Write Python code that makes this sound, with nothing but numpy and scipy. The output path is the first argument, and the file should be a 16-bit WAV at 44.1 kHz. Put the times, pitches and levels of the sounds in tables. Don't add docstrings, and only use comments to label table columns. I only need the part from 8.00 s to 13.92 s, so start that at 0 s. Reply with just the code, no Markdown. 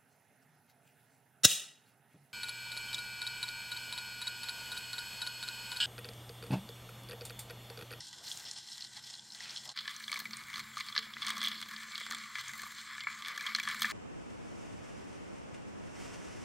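import sys
import numpy as np
from scipy import signal
from scipy.fft import rfft, irfft
from scipy.io import wavfile
from scipy.ndimage import uniform_filter1d

SR = 44100
rng = np.random.default_rng(int(sys.argv[2]) if len(sys.argv) > 2 else 0)


def voltage_ratio(decibels):
    exponent = np.asarray(decibels, float) / 20
    return 10 ** exponent


def store_pcm(level_fs):
    pcm = np.round(np.clip(level_fs, -1, 1) * 32767).astype(np.int16)
    wavfile.write(sys.argv[1], SR, np.atleast_2d(pcm).T)


N = 261072
TIME = np.arange(N) / SR
SHAFT_HZ = 44.3


def unit(x):
    return x / np.sqrt(np.mean(x ** 2) + 1e-30)


def band(x, lo_hz, hi_hz, order=4):
    return signal.sosfilt(signal.butter(order, [lo_hz, min(hi_hz, .45 * SR)], "band", fs=SR, output="sos"), x)


def ring(x, hz, width_hz):
    return signal.lfilter(*signal.iirpeak(hz, hz / width_hz, SR), x)


def walk(rate):
    k = int(SR / rate)
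    held = np.repeat(rng.standard_normal(N // k + 1), k)
    return 1.91 * uniform_filter1d(uniform_filter1d(held, k), k)[:N]


def stir():
    # time in seconds, churn in dB, froth in dB.
    stirring = [(0.19, -1.5, 0.5), (0.27, 3, 3), (0.438, 2.5, 1.5), (0.6, -0.5, -2), (1.36, 1.5, -4),
                (1.43, 4, -5), (1.75, 1.5, -4.5), (2.02, -3, 8.5), (2.21, -1, 5), (2.58, -3.5, 5.5),
                (3.3, 0, -1.5), (3.44, 2.5, 2), (3.75, -1.5, 0), (4.42, -0.5, -4), (4.57, -0.5, 5),
                (4.98, -1.5, -7), (5.78, 3.5, -3.5), (5.92, 5, 8)]
    s, churn_db, froth_db = np.transpose(stirring)
    return np.interp(TIME, s, churn_db), np.interp(TIME, s, froth_db)


def room():
    # frequency in Hz, level in dB per Hz.
    spectrum = [(15, -49), (25, -12), (82, 0.5), (129, 3.5), (176, 3.5), (216, -10), (285, -7), (615, -30),
                (743, -17), (945, 1.5), (1310, -27), (1500, 6.5), (1950, -18), (3300, -120)]
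    hz, db = np.transpose(spectrum)
    freqs = np.maximum(np.arange(N // 2 + 1) * SR / N, 1)
    shape = voltage_ratio(np.interp(np.log(freqs), np.log(hz), db))
    rumble = irfft(rfft(rng.standard_normal(N)) * shape, N)
    slosh = band(rng.standard_normal(N), 243, 770, order=2) * voltage_ratio(1.3 * walk(20.0))
    churn_db, froth_db = stir()
    slosh_db = -77.5 + 2.1 * churn_db + 0.43 * froth_db
    return voltage_ratio(-66.5 + 2.2 * walk(4.97)) * unit(rumble) + voltage_ratio(slosh_db) * unit(slosh)


def motor():
    # time in seconds, level of the fifth order in dB.
    load = [(0.0, -82.5), (1.71, -73.5), (1.76, -78), (2.31, -64), (2.47, -77.5), (2.59, -63), (2.8, -72.5),
            (3.38, -59.5), (4.04, -72), (4.12, -59), (4.47, -85.5), (4.53, -68.5), (5.06, -74), (5.14, -66),
            (5.23, -75), (5.89, -59), (5.92, -76)]
    # multiple of the shaft speed, level in dB.
    orders = [(3, -74), (4, -88), (7.5, -86), (8, -91)]
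    turn = 2 * np.pi * np.cumsum(SHAFT_HZ * (1 + 0.0054 * walk(12))) / SR
    hum = sum(voltage_ratio(db + 2.0 * walk(4.89)) * np.sin(k * turn) for k, db in orders)
    fifth = np.sin(5 * turn)
    hollow = voltage_ratio(-1.0) * unit(ring(rng.standard_normal(N), 211.3, 18.0))
    load_db = np.interp(TIME, *np.transpose(load))
    return np.sqrt(2) * hum + voltage_ratio(load_db + 1.0) * (np.sqrt(2) * fifth + hollow)


def bumps():
    # start in seconds, peak in dB, frequency in Hz, width in Hz.
    pushes = [
        (2.985, -55.5, 447, 14),
        (4.015, -39, 500, 690),
        (4.3589, -35, 1720, 56),
        (4.636, -41, 497, 740),
        (5.6, -26, 2300, 60),
        (5.6895, -37, 2050, 200),
    ]
    out = 0
    for s, db, hz, width_hz in pushes:
        rung = ring(1. * (np.arange(N) == int(s * SR)), hz, width_hz)
        out = out + voltage_ratio(db) * rung / rung.max()
    return out


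def swells():
    # middle in seconds, half length in seconds, level in dB, low edge in Hz, high edge in Hz.
    slops = [(0.21, .08, -63, 420, 1500), (.41, .14, -59.5, 500, 4100), (0.35, 0.14, -58.5, 7300, 15000),
             (1.5, .24, -75, 10000, 19000), (1.1, 0.074, -67, 560, 3900), (1.47, 0.13, -52.5, 1280, 4000),
             (1.69, .05, -59, 610, 1100), (3.38, .2, -68.5, 640, 1140), (2.15, .12, -69, 350, 1200),
             (5.15, 0.066, -89, 280, 860), (5.3, 0.11, -68, 370, 970), (5.65, 0.38, -69, 11400, 12000),
             (3.29, 0.081, -48.5, 980, 1350)]
    out = np.zeros(N)
    lumps = voltage_ratio(1.45 * walk(40))
    for s, half_s, db, lo_hz, hi_hz in slops:
        near = np.abs(TIME - s) < half_s
        rush = unit(band(rng.standard_normal(size=SR), lo_hz, hi_hz, order=2))[:near.sum()]
        out[near] += voltage_ratio(db) * rush * np.cos(np.pi / 2 * (TIME[near] - s) / half_s)
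    return out * lumps


def core():
    # time in seconds, level in dB.
    whistle = [(0, -67.5), (3.3, -68), (3.6, -68), (3.9, -59), (4.3, -60), (4.7, -63), (5.1, -63),
               (5.4, -66.5), (5.92, -61)]
    air = sum(ring(ring(rng.standard_normal(N), hz, 240), hz, 240) for hz in (7300, 7560))
    return voltage_ratio(np.interp(TIME, *np.transpose(whistle)) + 1.0 * walk(10)) * unit(air)


def glugs():
    # start in seconds, length in seconds, peak in dB, first pitch in Hz, last pitch in Hz.
    singing = [
        (5.018, 0.038, -37, 2020, 2300),
        (5.118, 0.014, -49, 3450, 3400),
        (5.392, 0.017, -38, 2380, 2290),
        (6.4, 0.014, -25, 1720, 1790),
    ]
    out = 0
    for s, length_s, db, from_hz, to_hz in singing:
        age = np.clip((TIME - s) / length_s, 0, 1)
        mean_hz = from_hz + (to_hz - from_hz) * age / 2
        out = out + voltage_ratio(db) * np.sin(np.pi * age) * np.sin(2 * np.pi * length_s * age * mean_hz)
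    return out * voltage_ratio(3 * walk(250))


def bubbles(span, modes, level_db):
    chance = rng.random((int(260 * (span[1] - span[0])), 5)).T
    mode = np.array([m for m in modes if m[0] < 7000])
    mode = mode[(chance[0] * len(mode)).astype(int)]
    start = ((span[0] + chance[1] * (span[1] - span[0])) * SR).astype(int)
    hz = mode[:, 0] * (1 + 0.22 * (chance[2] - .5))
    churn_db, _ = stir()
    db = level_db + .5 * mode[:, 2] - 4 * np.log(chance[3] + 0.0045) + 1.4 * churn_db[start]
    turns = hz[:, None] * np.arange(512) / SR
    life = turns / (8.2 * (0.27 + 0.74 * chance[4, :, None]))
    tone = np.exp(-3 * life) * np.sin(2 * np.pi * turns * (1 + 0.033 * life))
    out = np.zeros(N + 512)
    np.add.at(out, start[:, None] + np.arange(512), voltage_ratio(db)[:, None] * tone)
    return out[:N]


def strikes():
    blades = np.arange(0, N - 200, SR / (2 * SHAFT_HZ)).astype(int)
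    return rng.integers(0, N, size=1500), blades + rng.integers(0, 60, size=len(blades))


def bursts(index, size, t60, crack=0.):
    start = np.zeros(N)
    np.add.at(start, index, size)
    fast, slow = (signal.lfilter([1], [1, -1000 ** (-1 / (t * SR))], start) for t in (t60, 5 * t60))
    noise = rng.uniform(-np.sqrt(3), np.sqrt(3), N)
    return crack * start + (fast + voltage_ratio(-21) * slow) * noise


def fizzing(pops, blades, shared):
    start = np.concatenate([pops, blades])
    size_db = 2.6 * shared + 3.6 * rng.exponential(size=len(start))
    ticks = bursts(start, voltage_ratio(np.minimum(size_db, 20)), t60=0.023, crack=6.1)
    return unit(rng.standard_normal(N) + voltage_ratio(0.5) * unit(ticks))


def pings(knocks):
    turns = knocks[:, 2:3] * np.arange(512) / SR
    tone = np.exp(-turns / 9.3) * np.sin(2 * np.pi * turns)
    out = np.zeros(N + 512)
    start = (knocks[:, :1] * SR).astype(int)
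    np.add.at(out, start + np.arange(512), voltage_ratio(knocks[:, 1:2] - 9.5) * tone)
    return out[:N]


def cone(span, knocks, modes, zones, fizzes, crack):
    borders_hz = [2700, 5600, 9700]
    place = np.array([0, 1, 2, 2.92])
    home = np.searchsorted(borders_hz, knocks[:, 2])
    index = (knocks[:, 0] * SR).astype(int)
    spot = voltage_ratio(3.0 * rng.standard_normal(size=(len(knocks), 4, 8)))
    surge, out = walk(21.046), 0
    churn_db, froth_db = stir()
    pops, blades = strikes()
    shared = rng.exponential(size=len(pops) + len(blades))
    for zone, (lo_hz, hi_hz, plain_db, knock_db, t60) in enumerate(zones):
        level_db, per_churn, per_froth, drift = fizzes[zone]
        fizz_db = level_db + per_churn * churn_db + per_froth * froth_db + drift * (TIME - np.mean(span))
        unrest = 0.4 if zone == 3 else 1
        fizz_db = fizz_db + unrest * (1.13 * surge + 0.97 * walk(25))
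        away = place[zone] - place[home]
        steps = np.where(away > 0, 2.66 * away, away)
        size = voltage_ratio(knocks[:, 1] - np.abs(knocks[:, 3] * steps) + knock_db)
        inside = [m for m in modes if np.searchsorted(borders_hz, m[0]) == zone] or [(11700, 7200, 0)]
        top_db = max(m[2] for m in inside)
        near = np.exp(-(np.log(knocks[:, 2:3] / np.array(inside)[:, 0]) / .08) ** 2)
        share = spot[:, zone, :len(inside)] * voltage_ratio(16.5 * near)
        if zone < 3:
            share = share / np.sqrt(np.mean(share ** 2, axis=1, keepdims=True))
        fizz = voltage_ratio(plain_db) * fizzing(pops, blades, shared)
        knock = voltage_ratio(plain_db - 6.0) * bursts(index, size, t60, crack=crack)
        probe = voltage_ratio(plain_db) * rng.standard_normal(N)
        for k, (hz, width_hz, db) in enumerate(inside):
            lift = voltage_ratio(db - top_db + 5.0)
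            fizz = fizz + lift * voltage_ratio(1.8 * walk(24)) * ring(fizzing(pops, blades, shared), hz, width_hz)
            blow = bursts(index, size * share[:, k], t60, crack=6.93)
            knock = knock + lift * ring(blow, hz, 0.91 * width_hz)
            probe = probe + lift * ring(rng.standard_normal(N), hz, width_hz)
        knock = band(knock, lo_hz, hi_hz) / np.std(band(probe, lo_hz, hi_hz))
        out = out + voltage_ratio(fizz_db) * unit(band(fizz, lo_hz, hi_hz, order=6)) + 1.097 * knock
    return (out + pings(knocks)) * ((TIME >= span[0]) & (TIME < span[1]))


def water_from_side(span):
    # frequency in Hz, width in Hz, level in dB.
    wall_modes = [(836, 70, -7), (1595, 31, -4), (1950, 92, -1), (3350, 240, 3), (4170, 360, 4.5),
                  (5210, 390, 3), (6900, 800, -2), (8940, 86, -25)]
    # low Hz, high Hz, unresonant share in dB, knock in dB, knock t60 in s.
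    zones = [(670, 2650, -8, -11.5, 0.029), (2830, 5980, -2.5, 2, 0.025), (5200, 9360, 6, 2, 0.016),
             (9150, 14200, -4, -21, 0.0048)]
    # level in dB, dB per churn dB, dB per froth dB, drift in dB per second.
    fizzes = [(-65, 1.5, 0.19, -1), (-54, 0.9, -0.24, -3), (-58.5, 0.6, 0.2, -0.5), (-70.5, 1, 0.8, 0.5)]
    # start in seconds, level in dB, favoured pitch in Hz, fall in dB per zone away from it.
    knocks = [(0.0054, -45, 5600, 0.5), (0.0134, -53, 5100, 11.5), (0.018, -55, 5340, 0),
              (0.0733, -53, 7140, 0), (0.0835, -48, 6200, 5), (0.129, -42.5, 3400, 1),
              (0.1387, -47, 1510, -1.5), (0.1762, -61, 6520, 10), (0.2527, -45, 4030, 8),
              (0.274, -47, 4150, 8), (0.3144, -35, 3340, 17), (0.3218, -39.5, 7160, 14),
              (0.373, -41.5, 7410, 10), (0.4671, -46, 3180, 7), (0.5122, -34, 8300, 10),
              (0.5183, -55, 6130, 6), (0.525, -62, 5240, 1), (0.5386, -57, 4130, 0),
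              (0.564, -47.5, 4180, 7), (0.6732, -50, 5360, 12), (0.686, -47, 3300, 6),
              (0.7184, -43.5, 5140, 14), (0.731, -47.5, 5210, 4), (0.7798, -45, 7950, 0.5),
              (0.808, -42.5, 5350, 5), (0.822, -44, 3940, 3), (0.841, -44.5, 3450, -3),
              (0.8475, -45.5, 4020, -2), (0.9678, -48, 4500, 3.5), (1.0381, -46, 5570, 5),
              (1.1003, -46, 4840, 2), (1.139, -44.5, 4030, 4), (1.1524, -49, 4100, 1),
              (1.194, -46, 4660, 4), (1.2615, -61, 1870, 8), (1.303, -50, 4230, 15), (1.321, -48, 5040, 13),
              (1.3346, -60, 6360, 5), (1.3478, -45, 4070, 1.5), (1.3704, -55, 6590, -1),
              (1.405, -39.5, 1890, 2.5), (1.445, -51, 4220, 5), (1.4945, -44, 4450, 8),
              (1.5062, -42.5, 5240, 13), (1.561, -38.5, 3400, 16), (1.5717, -40, 4150, 15),
              (1.578, -40, 3150, 2), (1.676, -49, 5160, 1), (1.6917, -42, 2930, -1), (1.7, -47, 4120, 4)]
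    water = cone(span, np.array(knocks), wall_modes, zones, fizzes, crack=0.86)
    return water + bubbles(span, wall_modes, level_db=-69.5)


def water_from_above(span):
    # frequency in Hz, width in Hz, level in
    # dB.
    cone_modes = [(1180, 112, 0), (1720, 88, 1), (2237, 145, 1), (3368, 224, 2.5), (4220, 256, 1),
                  (6020, 310, 0.5), (6640, 380, -1.5), (8230, 530, -5), (8990, 150, -7.5),
                  (2020, 30, 3), (3760, 150, -5), (4450, 72, -10), (11700, 250, -19), (13700, 500, -22.5)]
    modes = cone_modes
    # low Hz, high Hz, unresonant share in dB, knock in dB, knock t60 in s.
    zones = [(1022, 2390, -3.5, 1.06, 0.015), (2814, 5350, -2, -2, 0.029), (5200, 9530, -2, -4.5, 0.013),
             (9330, 16100, 11.5, -5.5, 0.016)]
    # level in dB, dB per churn dB, dB per froth dB, drift in dB per second.
    fizzes = [(-49.5, 0.97, 0.038, 0.33), (-52, 1.53, 0.029, -1.1), (-60.5, 0.76, 0.36, 0.57),
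              (-65, 1.1, 0.66, 0.43)]
    # start in
    # seconds, level in dB, favoured pitch in Hz, fall in dB per zone away from it.
    knocks_above = [(1.7747, -29, 4580, 10), (1.7885, -32, 3020, 8), (1.7981, -50, 3230, 6),
                    (1.8551, -43, 1720, 3), (1.878, -30, 2980, 5.5), (1.8933, -42, 3140, 2.5),
                    (1.9032, -44, 3150, 6), (1.9117, -50, 3170, 1), (1.9639, -36, 5700, 11),
                    (2.0006, -40.5, 8740, 7), (2.0394, -41, 4150, 11), (2.0798, -39, 3220, 2),
                    (2.0844, -50, 6520, 10), (2.0951, -43, 2200, 7), (2.1012, -46, 4180, -1),
                    (2.1168, -35, 8400, 2), (2.1278, -29, 4400, 6), (2.1413, -35, 3060, 1.5),
                    (2.1582, -35.5, 2160, 5), (2.1658, -41, 4240, -4), (2.1733, -37, 1180, 1.5),
                    (2.1912, -36, 14070, 5), (2.2004, -38.5, 4150, 0.5), (2.2547, -34.5, 2120, 3),
                    (2.3088, -45, 5120, -0.5), (2.3333, -32.5, 4550, 13), (2.3697, -33, 8730, 20),
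                    (2.391, -50, 8460, 9), (2.4175, -56, 2200, 6), (2.4371, -43, 9100, 6),
                    (2.4674, -50, 14650, 9), (2.5306, -42.5, 2220, 2), (2.5405, -37, 3610, 4),
                    (2.5575, -38.5, 4200, 3), (2.5694, -39, 5200, 3), (2.5798, -40, 1210, -1),
                    (2.5941, -39, 4100, -0.5), (2.6009, -39.5, 1900, 1), (2.7158, -44, 2170, 7),
                    (2.7701, -35.5, 1140, -1.5), (2.7802, -43, 4900, -1), (2.7889, -38, 2240, 2),
                    (2.8007, -34.5, 4480, 2), (2.8064, -34, 2860, 3.5), (2.8642, -44, 8940, 2),
                    (2.8861, -34, 4370, 6), (2.8939, -49, 3760, 5), (2.9249, -42, 3190, 4),
                    (2.9516, -34, 3160, 7), (2.9634, -22, 3760, 9),
                    (2.978, -21.5, 4350, 12), (2.9898, -36, 3100, 1.5), (3.1037, -49, 4610, 10),
                     (3.1363, -38.5, 3260, 9), (3.1677, -35.5, 1970, 12), (3.2147, -48, 3470, 2),
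                     (3.2199, -33.5, 3360, 4), (3.2278, -36, 3500, 6), (3.2477, -41, 2200, 1),
                     (3.2668, -46, 6300, 0.5), (3.2824, -33.5, 3240, -1.5), (3.293, -48, 8290, 16),
                     (3.3035, -29, 3280, 1.5), (3.368, -37.5, 1190, 1), (3.38, -40, 1170, 0),
                     (3.4043, -39, 4430, 7), (3.4155, -30.5, 3540, 3.5), (3.4296, -34.5, 3540, 1),
                     (3.4384, -38, 3450, 0), (3.4455, -28, 3550, 11), (3.4527, -36, 3480, -1),
                     (3.461, -37, 3470, 0.5), (3.4721, -32, 3430, 5), (3.4836, -35, 3440, 2),
                     (3.5154, -36.5, 3350, 4.5), (3.6058, -53, 4170, 5), (3.615, -37.5, 8530, 3),
                     (3.6259, -36, 3460, 4), (3.659, -43.5, 1220, 2), (3.686, -46, 3490, 7),
                     (3.7114, -42.5, 2030, 1), (3.763, -38, 4570, 16), (3.7873, -47, 3600, 13),
                     (3.9199, -37, 3630, 5), (3.9488, -45, 4030, 1), (3.9552, -32, 4220, 17),
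                     (3.9787, -39.5, 3500, 0.5), (4.0006, -41.5, 2050, 0.5), (4.013, -38, 2080, 2),
                     (4.065, -36, 1590, 1.5), (4.105, -36, 5740, 12), (4.1104, -32.5, 1180, 1),
                     (4.1223, -38, 1740, 0.5), (4.1318, -36.5, 1210, 3), (4.1473, -35.5, 1150, 1),
                     (4.184, -44, 6140, -2), (4.3548, -32, 1890, 3), (4.3846, -35, 2030, 2),
                     (4.41, -44.5, 1720, 0), (4.482, -35.5, 6940, 23),
                    (4.4995, -47, 1700, 6), (4.5351, -36, 1950, 2.5), (4.5951, -37.5, 1760, 2.5),
                    (4.6183, -43, 7080, -1), (4.6334, -34, 1190, 5), (4.6656, -42, 1130, 5),
                    (4.7206, -60, 4100, -3), (4.749, -44, 8200, 8), (4.784, -44.5, 3400, 1),
                    (4.8139, -43, 2020, 1), (4.951, -43, 1700, -2), (4.9808, -38, 1740, 2.5),
                    (5.0052, -33, 3400, 5.5), (5.037, -41.5, 2250, 1.5), (5.0704, -26.5, 2390, 16),
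                    (5.0849, -34, 2400, 7), (5.222, -39.5, 3430, 3), (5.248, -39.5, 3500, 5),
                    (5.2594, -39.5, 3300, 4), (5.27, -40, 1720, 2), (5.283, -40.5, 1630, 0),
                    (5.292, -49, 1600, 1), (5.36, -45, 1740, 1), (5.3767, -35.5, 1660, 1),
                    (5.3962, -46, 2230, 1), (5.409, -35.5, 1730, 1), (5.4172, -46, 1710, -7),
                    (5.465, -31, 3280, 2.5), (5.5024, -48, 2300, 7), (5.5491, -24.5, 4220, 3.5),
                    (5.561, -35, 6020, 6), (5.5856, -33, 1720, 2.5), (5.5987, -33.5, 1950, 1),
                    (5.6298, -39, 1570, -1), (5.6346, -35.5, 1700, 1), (5.6525, -39, 1680, 1.5),
                    (5.675, -30.5, 1870, 2.5), (5.6875, -35, 2200, -6), (5.699, -34, 1760, 3),
                    (5.7121, -38, 3300, 1), (5.7452, -38, 2280, 5), (5.796, -43, 3370, 1),
                    (5.8074, -47, 6010, 5), (5.8198, -26.5, 3170, 1.5), (5.8301, -32.5, 2020, 0),
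                    (5.845, -23.5, 1800, 6), (5.8534, -32.5, 1980, 1), (5.8642, -38, 2090, -2),
                    (5.9008, -34, 1720, 6), (5.909, -52, 8990, 6)]
    # start in seconds, level in dB, pitch in Hz.
    rim_drops = [(2.1172, -35, 8100), (2.2024, -32, 14000), (2.5794, -41, 6540), (2.78, -33, 5970),
                 (3.2136, -50, 5860), (3.267, -19, 9100), (3.2709, -23.5, 3300), (3.2926, -24, 8850),
                 (3.3798, -41, 7140), (3.483, -42, 6050), (3.6047, -32, 9210), (3.661, -44, 6050),
                 (3.687, -47, 6580), (4.148, -30, 7560), (4.4812, -36, 6350), (4.6343, -33, 7450),
                 (5.3794, -52, 6800), (5.4264, -33, 8400), (5.5612, -28, 6040), (5.6875, -18.5, 8640),
                 (5.745, -31, 6810), (5.7947, -31, 8160), (5.8067, -41, 6140), (5.8645, -37, 6010),
                 (5.9, -31, 6800), (5.9114, -25, 8970)]
    specks = [(3.4385, -37, 13500), (3.484, -36, 13500), (3.687, -47, 13900), (4.3874, -57, 12300),
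              (4.4757, -51, 12400), (4.5351, -49, 12800), (4.5511, -44, 15400), (4.578, -39, 14900),
              (4.6179, -43, 13300), (4.6713, -47, 12000), (4.7197, -47, 12100), (5.2754, -50, 11500),
              (5.3787, -48, 11300), (5.5023, -49, 11500), (5.5977, -57, 13400), (5.7503, -41, 12900),
              (5.8072, -37, 11700), (5.8192, -35, 13300), (5.8192, -28, 11700)]
    drops = [(s, db - 10.5, hz, 9) for s, db, hz in rim_drops]
    drops = drops + [(s, db - 3.5, hz, 8) for s, db, hz in specks]
    knocks = np.vstack([knocks_above, drops])
    water = cone(span, knocks, modes, zones, fizzes, crack=6.65)
    return water + bubbles(span, modes, level_db=-61.0)


def two_ports(mid):
    far, late = np.roll(mid, N // 3), np.roll(mid, 37)
    side = voltage_ratio(-14.5) * band(mid, 1450, 2430, order=2)
    side = side - voltage_ratio(-15.0) * band(mid, 9130, 10800, order=2)
    side = side + voltage_ratio(-24.0) * band(mid, 3700, 10300)
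    side = side + voltage_ratio(-17) * band(far, 20, 65, order=2)
    side = side + voltage_ratio(-33.5) * band(late, 280, 1160, order=2)
    side = side + voltage_ratio(-16.0) * band(late, 11000, 14600, order=2)
    return np.array([mid + side, mid - side])


def scene():
    # start in seconds, end in seconds.
    views = [
        (0, 1.74),
        (1.74, 5.92),
    ]
    water = water_from_side(views[0]) + water_from_above(views[1])
    mid = water + core() + motor() + room() + bumps() + swells() + glugs()
    fade_s, fade_half_s, fade_db = 1.745, 0.021, -22
    mid = mid * voltage_ratio(fade_db * np.clip(1 - np.abs(TIME - fade_s) / fade_half_s, 0, 1))
    return two_ports(mid)


def top_cut(x):
    return signal.sosfilt(signal.butter(12, 16500, fs=SR, output="sos"), x)


def record(dry):
    low_pass = signal.ellip(10, .2, 60, 15750, fs=SR, output="sos")
    mix = signal.sosfilt(low_pass, dry)
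    return top_cut(mix)


dry = scene()
out = record(dry)
store_pcm(out)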